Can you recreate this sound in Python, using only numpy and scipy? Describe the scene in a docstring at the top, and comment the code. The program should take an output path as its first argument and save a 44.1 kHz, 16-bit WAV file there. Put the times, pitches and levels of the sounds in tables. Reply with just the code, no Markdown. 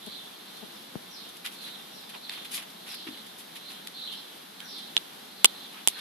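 """Young rabbits hop and rummage in dry hay inside a wooden hutch, close to a handheld camera.
Hay, stalks and grit are shaped noise bursts; paws, claws, low buzzes and a bump on the grip are short tones.
The camera shell cracks three times under the fingers: gritty slips set its ringing notes going.
Sparrows, made of falling whistles, chatter far off as echoes over a soft outdoor wash of steady noise.
The recorder widens the stereo picture with a late copy of the left-right difference."""
import sys
import numpy as np
from scipy import signal
from scipy.fft import rfft, irfft, next_fast_len
from scipy.io import wavfile
from scipy.ndimage import uniform_filter1d

SR = 44100
rng = np.random.default_rng(int(sys.argv[2]) if len(sys.argv) > 2 else 0)


def dump(signal):
    """Clip the signal to [-1, 1] and save it as 16-bit WAV at the path in sys.argv[1]."""
    limited = np.clip(np.atleast_2d(signal).T, -1, 1)
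    pcm = np.round(limited * 32767).astype(np.int16)
    wavfile.write(sys.argv[1], SR, pcm)


N = 264908  # length of the scene in samples


def amp(db):
    """Turns a level in dB into a gain."""
    return 10 ** (np.asarray(db) / 20)


def evened(x):
    """Scales a sound to an rms of one."""
    return x / np.sqrt(np.mean(x ** 2) + 1e-20)


def read(points, hz, axis=1):
    """Reads one column of a table between its rows, along a log frequency scale."""
    rows = np.transpose(points)
    return np.interp(np.log(hz + 1), np.log(rows[0] + 1), rows[axis])


def shape(x, gain):
    """Filters a sound by a gain given as a function of frequency."""
    size = next_fast_len(N)
    spectrum = rfft(x, size) * gain(np.fft.rfftfreq(size, 1 / SR))
    return irfft(spectrum, size)[..., :N]


def add(mix, s, sound):
    """Mixes a sound in at a time in seconds, cutting off what runs past the end."""
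    part = mix[..., round(s * SR):][..., :sound.shape[-1]]
    part += sound[..., :part.shape[-1]]


def high_pass(x, order, hz):
    """Takes away the bass below an edge."""
    return signal.sosfilt(signal.butter(order, hz, "high", fs=SR, output="sos"), x)


def ports(near, other):
    """Makes left and right as sum plus and minus difference; the difference is only partly like the sum."""
    # The two microphone ports. Each row: frequency in Hz, level of the difference against the sum in dB,
    # likeness of sum and difference from -1 to 1.
    port_points = [(60, 1.5, 0.83), (235, -13.5, 0.35), (655, 3, 0.14), (1570, -5.5, 0.3),
                   (3260, -4.5, -0.63), (6700, -3.5, 0.19), (11800, -3, .95), (14000, -1.5, 0.98)]
    same = lambda hz: np.clip(read(port_points, hz, axis=2), -1, 1)
    side = shape(near, lambda hz: amp(read(port_points, hz)) * same(hz))
    side += shape(other, lambda hz: amp(read(port_points, hz)) * np.sqrt(1 - same(hz) ** 2))
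    return np.array([near + side, near - side])


def panned(x, pan_db):
    """Makes two channels, left louder than right by pan_db, whose mean keeps the level."""
    left = amp(pan_db)
    return np.outer([left, 1], x) * 2 / (1 + left)


def air():
    """Steady outdoor wash and microphone hiss: shaped noise with a slight slow swell."""
    # Colour of the wash. Each row: frequency in Hz, relative level in dB.
    wash_colour = [(24, -62), (40, -27), (81, -26), (177, -1), (205, 2), (632, -9), (807, -5), (934, -7.5),
                   (1560, -8), (2540, -10.5), (3580, -5), (7090, -19.5), (8830, -19), (11000, -12.5),
                   (13700, -17)]
    wash_db, swell_db = -48.5, .5
    slow = uniform_filter1d(rng.standard_normal(N), size=4000)
    swell = evened(uniform_filter1d(slow, size=4000))
    wash = shape(rng.standard_normal((2, N)), lambda hz: amp(read(wash_colour, hz)))
    near, other = amp(wash_db + swell_db * swell) * evened(wash)
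    return ports(near, other)


def chirp(start_hz, end_hz, length):
    """A hoarse falling whistle: a sine whose pitch drops, fast at first, and wobbles at random."""
    t = np.arange(0, length, 1 / SR)
    hz = end_hz + (start_hz - end_hz) * (1 - t / length) ** 1.5
    wobble = evened(uniform_filter1d(rng.standard_normal(len(t)), size=60))
    hz = hz + 190 * wobble  # Hz
    tone = np.sqrt(2) * np.sin(2 * np.pi * np.cumsum(hz) / SR)
    return tone * signal.windows.tukey(len(t), .4)


def yard(x, t60):
    """Far sounds arrive only as two unrelated clouds of echoes, which fall 60 dB in t60 seconds."""
    t = np.arange(SR) / SR
    tails = rng.standard_normal((2, SR)) * amp(-60 * t / t60)
    return signal.fftconvolve(x[None], tails / np.linalg.norm(tails[0]), axes=1)[:, :N]


def sparrows():
    """A dense far flock of short chirps, louder in bouts, with a few falling calls on top."""
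    # Bouts of chatter. Each row: loudest moment in seconds, level in dB.
    bouts = [(.0, -48), (0.159, -46), (.56, -51), (.75, -53.5), (1.19, -49.5), (1.69, -45.5), (1.8, -52),
             (2.02, -53.5), (2.33, -44), (2.96, -45), (3.2, -52), (3.709, -48.5), (4.06, -41), (4.78, -43),
             (5.399, -53), (5.52, -48.5), (5.628, -52), (6.0, -45.5)]
    # Falling calls. Each row: start in seconds, level in dB, start pitch in Hz, end pitch in Hz,
    # length in seconds; each bird shifts and delays its call a little.
    falling_calls = [(0.71, -59, 5350, 4690, 0.045), (1.083, -49.5, 6000, 3800, 0.11),
                     (1.897, -55.5, 5600, 4460, 0.087), (2.266, -58, 5200, 3900, 0.061),
                     (2.868, -44, 5590, 4005, 0.07), (4.102, -53, 5100, 4780, 0.044),
                     (4.627, -46, 5810, 3800, .12), (5.381, -52, 4600, 3220, .12),
                     (5.575, -58, 5403, 4376, 0.045)]
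    swell_db_per_s, hush_db_per_s, murmur_db = 91.5, 69.5, -62  # fast swell, slower hush, steady murmur
    crest_s = 0.044  # how rounded the top of a bout is
    flock_hz, lead_hz, flock_spread = 3546, 299.5, .2  # the first voices of a bout are higher
    answers, answer_s, answer_spread = 3, .05, .2  # a call is a few birds almost together

    s, db = np.transpose(bouts)[:, :, None]
    t = np.arange(0, N / SR + .01, .005)
    slope = np.where(t < s, -swell_db_per_s, -hush_db_per_s)
    power = amp(db + slope * (np.hypot(t - s, crest_s) - crest_s)) ** 2
    total = power.sum(axis=0) + amp(murmur_db) ** 2
    rising_share = (power * (t < s)).sum(axis=0) / total
    centre_hz = flock_hz + lead_hz * rising_share

    flock, calls = np.zeros(N), np.zeros(N)
    for at, pitch, fall in rng.random((900, 3)) * [N / SR, 1, 1]:
        hz = np.interp(at, t, centre_hz) * (1 + flock_spread * (pitch - .5))
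        add(flock, at, chirp(hz * (1 + 0.2522 * fall), hz * (1 - 0.1297 * fall), .03))
    for at, db, start_hz, end_hz, length in falling_calls:
        for late, pitch in rng.random((answers, 2)):
            bird = 1 + answer_spread * (pitch - .5)
            call = chirp(bird * start_hz, bird * end_hz, length)
            add(calls, at + answer_s * late ** 2, amp(db) / np.sqrt(answers) * call)

    level = np.interp(np.arange(N) / SR, t, np.sqrt(total))
    far_flock = evened(yard(flock, t60=0.17)) * level
    return ports(*far_flock + yard(calls, t60=0.49))


def hay():
    """Each rustle is a clump of tiny snaps of uneven size over a duller scuff."""
    # Hay rustles. Each row: time in seconds, crisp level in dB, low scuff against crisp in dB,
    # length in seconds (the loudest point is half a length after the start).
    rustles = [(0.061, -48, -19, 0.0126), (0.573, -45, -16, 0.0037), (1.289, -47, -19.5, 0.011),
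               (1.369, -43.5, -12, 0.008), (1.444, -40, 3.5, 0.035), (1.508, -50, -4, 0.052),
               (1.604, -50, -4, 0.064), (1.658, -57, 8, 0.043), (2.091, -48, 2, 0.018),
               (2.136, -64, 20, 0.028), (2.299, -50.5, 6, 0.064), (2.372, -63, 16.5, 0.022),
               (2.419, -53.5, 6, 0.012), (2.445, -48, 2.5, 0.025), (2.509, -39.5, -6.5, 0.038),
               (2.534, -35, -16, 0.039), (2.568, -48.5, 5.5, 0.043), (2.622, -51.5, 4, 0.018),
               (2.698, -49, -18, 0.016), (2.793, -57, -10, 0.021), (2.856, -47.5, 1, 0.065),
               (2.915, -51.5, 5, 0.021), (2.943, -46, -1, 0.013), (3.066, -57, 14.5, 0.025),
               (3.175, -52.5, 4, 0.008), (3.265, -48.5, -13.5, 0.0116), (3.378, -45.5, -14, 0.039),
               (3.549, -48, 2.5, 0.033), (3.687, -51.5, 2, 0.055), (4.115, -50, -5, 0.037),
               (4.614, -57, 2, 0.033), (4.778, -51.5, -6, 0.028), (5.72, -54.5, 2.5, 0.035),
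               (5.753, -64.5, 15, 0.068), (5.88, -38, -13, 0.026), (5.913, -58, 6, 0.055),
               (5.96, -51.5, 4.5, 0.066)]
    # Colour of snapping stalks. Each row: frequency in Hz, relative level in dB.
    crisp_colour = [(300, -60), (1500, -12.5), (3500, 5), (6000, -3.5), (8000, -4.5), (11000, 5),
                    (14000, -9)]
    # Colour of paws dragging bedding. Each row: frequency in Hz, relative level in dB.
    scuff_colour = [(100, -60), (300, -21), (800, 2), (1500, 4), (2500, 9.5), (3500, 8.5), (4700, -1),
                    (6500, -17), (9000, -42)]
    crisp, scuff = np.zeros(N), np.zeros(N)
    for s, db, scuff_db, length in rustles:
        u = np.arange(0, 4, 1 / (length * SR)) * 2
        swell = amp(db) * (u * np.exp(1 - u)) ** 2.2
        start = s - .003  # a little before the listed time
        add(crisp, start, swell)
        add(scuff, start, swell * amp(scuff_db))

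    # every 30 samples get a size of their own, shared by the two channels of each layer
    sizes = amp(3 * np.minimum(rng.exponential(1, (2, N // 30 + 1)), 3))
    sizes = sizes.repeat(30, axis=1).repeat(2, axis=0)[:, :N]
    snaps = rng.standard_normal((4, N)) * sizes
    bright = evened(shape(snaps[:2], lambda hz: amp(read(crisp_colour, hz))))
    dull = evened(shape(snaps[2:], lambda hz: amp(read(scuff_colour, hz))))
    return ports(*crisp * bright + scuff * dull)


def buzzes():
    """Short low buzzes: four pulses of a tone with three overtones, swelling and fading once."""
    # Each row: start in seconds, level in dB, pulses per second in Hz.
    low_buzzes = [(.067, -37.5, 213), (0.625, -37.5, 214.9)]
    out, t = np.zeros((2, N)), np.arange(2000) / SR
    for s, db, hz in low_buzzes:
        pulses = sum(amp(-4 * k) * np.sin(2 * np.pi * k * hz * t) for k in range(1, 5))
        swell = np.sin(np.pi * np.minimum(t * hz / 4, 1)) ** 0.48
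        add(out, s, panned(amp(db) * pulses * swell, 13))
    return out


def grip_bump():
    """A finger bumps the grip: a short tone whose pitch drops as the grip settles."""
    # Each row: start in seconds, level in dB, end pitch in Hz, extra pitch at the start in Hz.
    bumps = [(0.9553, -27, 165, 885)]
    out, t = np.zeros((2, N)), np.arange(2000) / SR
    for s, db, hz, glide_hz in bumps:
        turns = np.cumsum(hz + glide_hz * np.exp(-t / 0.00076)) / SR
        fade = np.exp(-(t / 0.00733) ** 2)
        add(out, s, panned(amp(db) * np.sin(2 * np.pi * turns) * fade, 13))
    return out


def burst(tilt_db, t60, rise_s):
    """A pair of unrelated gritty noise bursts: a sudden start, then a fall of 60 dB in t60 seconds."""
    # Colour of the grit before the tilt. Each row: frequency in Hz, relative level in dB.
    grit_colour = [(300, -62), (700, -12), (2000, 6), (3500, 17.5), (6000, 0), (8000, 1.5), (12000, 1),
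                   (14000, -22)]
    t, hz = np.arange(1024) / SR, np.fft.rfftfreq(1024, 1 / SR)
    octaves = np.log2(hz / 3000 + 0.0092)  # the small offset keeps the log finite at 0 Hz
    colour = amp(read(grit_colour, hz) + tilt_db * octaves)
    grit = irfft(rfft(rng.standard_normal((2, 1024))) * colour)
    return evened(grit) * amp(-60 * t / t60) * (1 - np.exp(-t / rise_s))


def stalks():
    """A breaking stalk is one short burst of grit."""
    # Single stalks. Each row: start in seconds, level in dB, brightness in dB per octave.
    breaks = [(1.453, -33, -2), (1.4612, -23, -1), (2.1443, -43.5, -13), (2.2949, -21.5, -3.5),
              (2.3186, -33.5, -6), (2.3354, -33, -5), (2.4205, -40, -8), (2.451, -44, 3), (2.577, -28, 0),
              (2.941, -33, -2), (3.069, -38, -10), (3.175, -38, -2), (3.717, -33, -3), (3.872, -23.5, 3),
              (4.6028, -27.5, -1.5), (5.7444, -36, -11), (5.989, -32, 0)]
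    out = np.zeros((2, N))
    for s, db, tilt_db in breaks:
        add(out, s, amp(db) * burst(tilt_db, t60=0.014, rise_s=0.00086))
    return ports(*out)


def claws():
    """A claw scraping a board gives a faint, unsteady, falling note of the board."""
    # Each row: start in seconds, level in dB, start pitch in Hz, end pitch in Hz, length in seconds.
    scrapes = [(2.143, -49.5, 965, 847, 0.03), (4.597, -53.5, 1697, 1486, 0.088),
               (5.741, -56, 1400, 1303, 0.043), (5.947, -50, 1660, 1530, 0.066)]
    out = np.zeros((2, N))
    for s, db, *note in scrapes:
        add(out, s, amp(db) * np.array([chirp(*note), chirp(*note)]))
    return ports(*out)


def paws():
    """A paw landing on the floor boards: a low board tone and a little noise that swell and die quickly."""
    # Each row: start in seconds, level in dB, pitch of the board in Hz.
    landings = [(2.7, -59, 240), (3.068, -35.5, 320), (3.086, -33.5, 272), (3.106, -42, 273),
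                (3.128, -46, 260)]
    out, t = np.zeros((2, N)), np.arange(2000) / SR
    for s, db, hz in landings:
        noise = np.diff(uniform_filter1d(rng.standard_normal(len(t) + 1), size=40))
        knock = np.sin(2 * np.pi * hz * t) + 0.12 * evened(noise)
        swell = t / 0.0035 * np.exp(1 - t / 0.0034)
        add(out, s, panned(amp(db) * knock * swell, 4.8))
    return out


def shell():
    """Each slip of the camera shell rings the same notes under a burst of grit; soft cracks lose their top."""
    # Cracks. Each row: start in seconds, level in dB, number of slips, low knock in dB,
    # brightness of the first slip in dB per octave, treble edge in Hz, left against right in dB.
    cracks = [(4.9668, -5, 1, -7.5, -4, 9250, -2), (5.445, 2, 4, 4.5, 8.5, 13700, -5),
              (5.8745, -7, 1, 1.5, 10.5, 13100, -6)]
    # Notes the shell rings with. Each row: pitch in Hz, time to the peak in seconds, relative level in dB,
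    # left against right in dB, added to that of the crack.
    ringing_notes = [(427, 0.0014, -25.5, -3), (960, 0.0008, -15.5, -2), (1530, 0.00051, -28, 11),
                     (2155, 0.00056, -14.5, 6), (3020, 0.00087, -21, -15), (3365, 0.00033, 0, -12.5),
                     (5080, 0.00028, -12, -7), (7670, 0.00022, -8, -8.5), (8760, 0.00089, -24.5, -21),
                     (10180, 0.00021, -14.5, -5), (12370, 0.00021, -20.5, 29)]
    slip_gap_s, slip_slowing, slip_fade_db = .0006, .1, -2.5  # each further slip has a longer gap and is weaker
    slip_dulling_db, grit_db = -2.5, -10  # brightness change per further slip in dB per octave; level of grit
    out, t = np.zeros((2, N)), np.arange(1024) / SR
    for s, db, slips, knock_db, bright_db, top_hz, pan_db in cracks:
        soft = signal.butter(4, min(top_hz, 20000), fs=SR, output="sos")
        for k in range(round(slips)):
            tilt_db = bright_db + k * slip_dulling_db
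            grit = burst(tilt_db / 2, t60=0.017, rise_s=0.00018)
            slip = amp(grit_db) * grit * panned([1], pan_db)
            for hz, peak_s, mode_db, side_db in ringing_notes:
                bright_part_db = tilt_db * max(np.log2(hz / 3400), 0)
                level = amp(mode_db + bright_part_db + knock_db * (hz < 2500))
                swell = t / peak_s * np.exp(1 - t / peak_s)
                ring = level * swell * np.sin(2 * np.pi * hz * t)
                slip = slip + panned(ring, pan_db + side_db)
            at = s + k * slip_gap_s * (1 + k * slip_slowing)
            add(out, at, amp(db + k * slip_fade_db) * signal.sosfilt(soft, slip))
    return out


def scene():
    """All sources at the two ports; small things close by radiate no deep bass."""
    near = hay() + stalks() + claws() + shell()
    thuds = buzzes() + grip_bump() + paws()
    return air() + sparrows() + high_pass(near, 3, hz=148) + high_pass(thuds, 3, hz=45)


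def record(dry):
    """Widens with a late difference of opposite sign on each side; clips, cuts deep bass and top treble."""
    widen_s, widen_db, edge_hz = .01, -2.0, 14050
    difference = high_pass((dry[0] - dry[1]) / 2, 2, hz=190)
    # half a sample more delay, with the treble lifted again
    late = signal.lfilter([.5, .5], 1, difference) + 0.34 * np.gradient(np.gradient(-difference))
    late = amp(widen_db) * np.r_[np.zeros(round(widen_s * SR)), late][:N]
    wide = np.clip(dry + np.outer([1, -1], late), -1, 1)
    wide = np.clip(high_pass(wide, 2, hz=45), -1, 1)
    band_limit = signal.firwin(511, edge_hz, window=("kaiser", 9), fs=SR)
    return signal.oaconvolve(wide, band_limit[None], "same")


dry = scene()
out = record(dry)
dump(out)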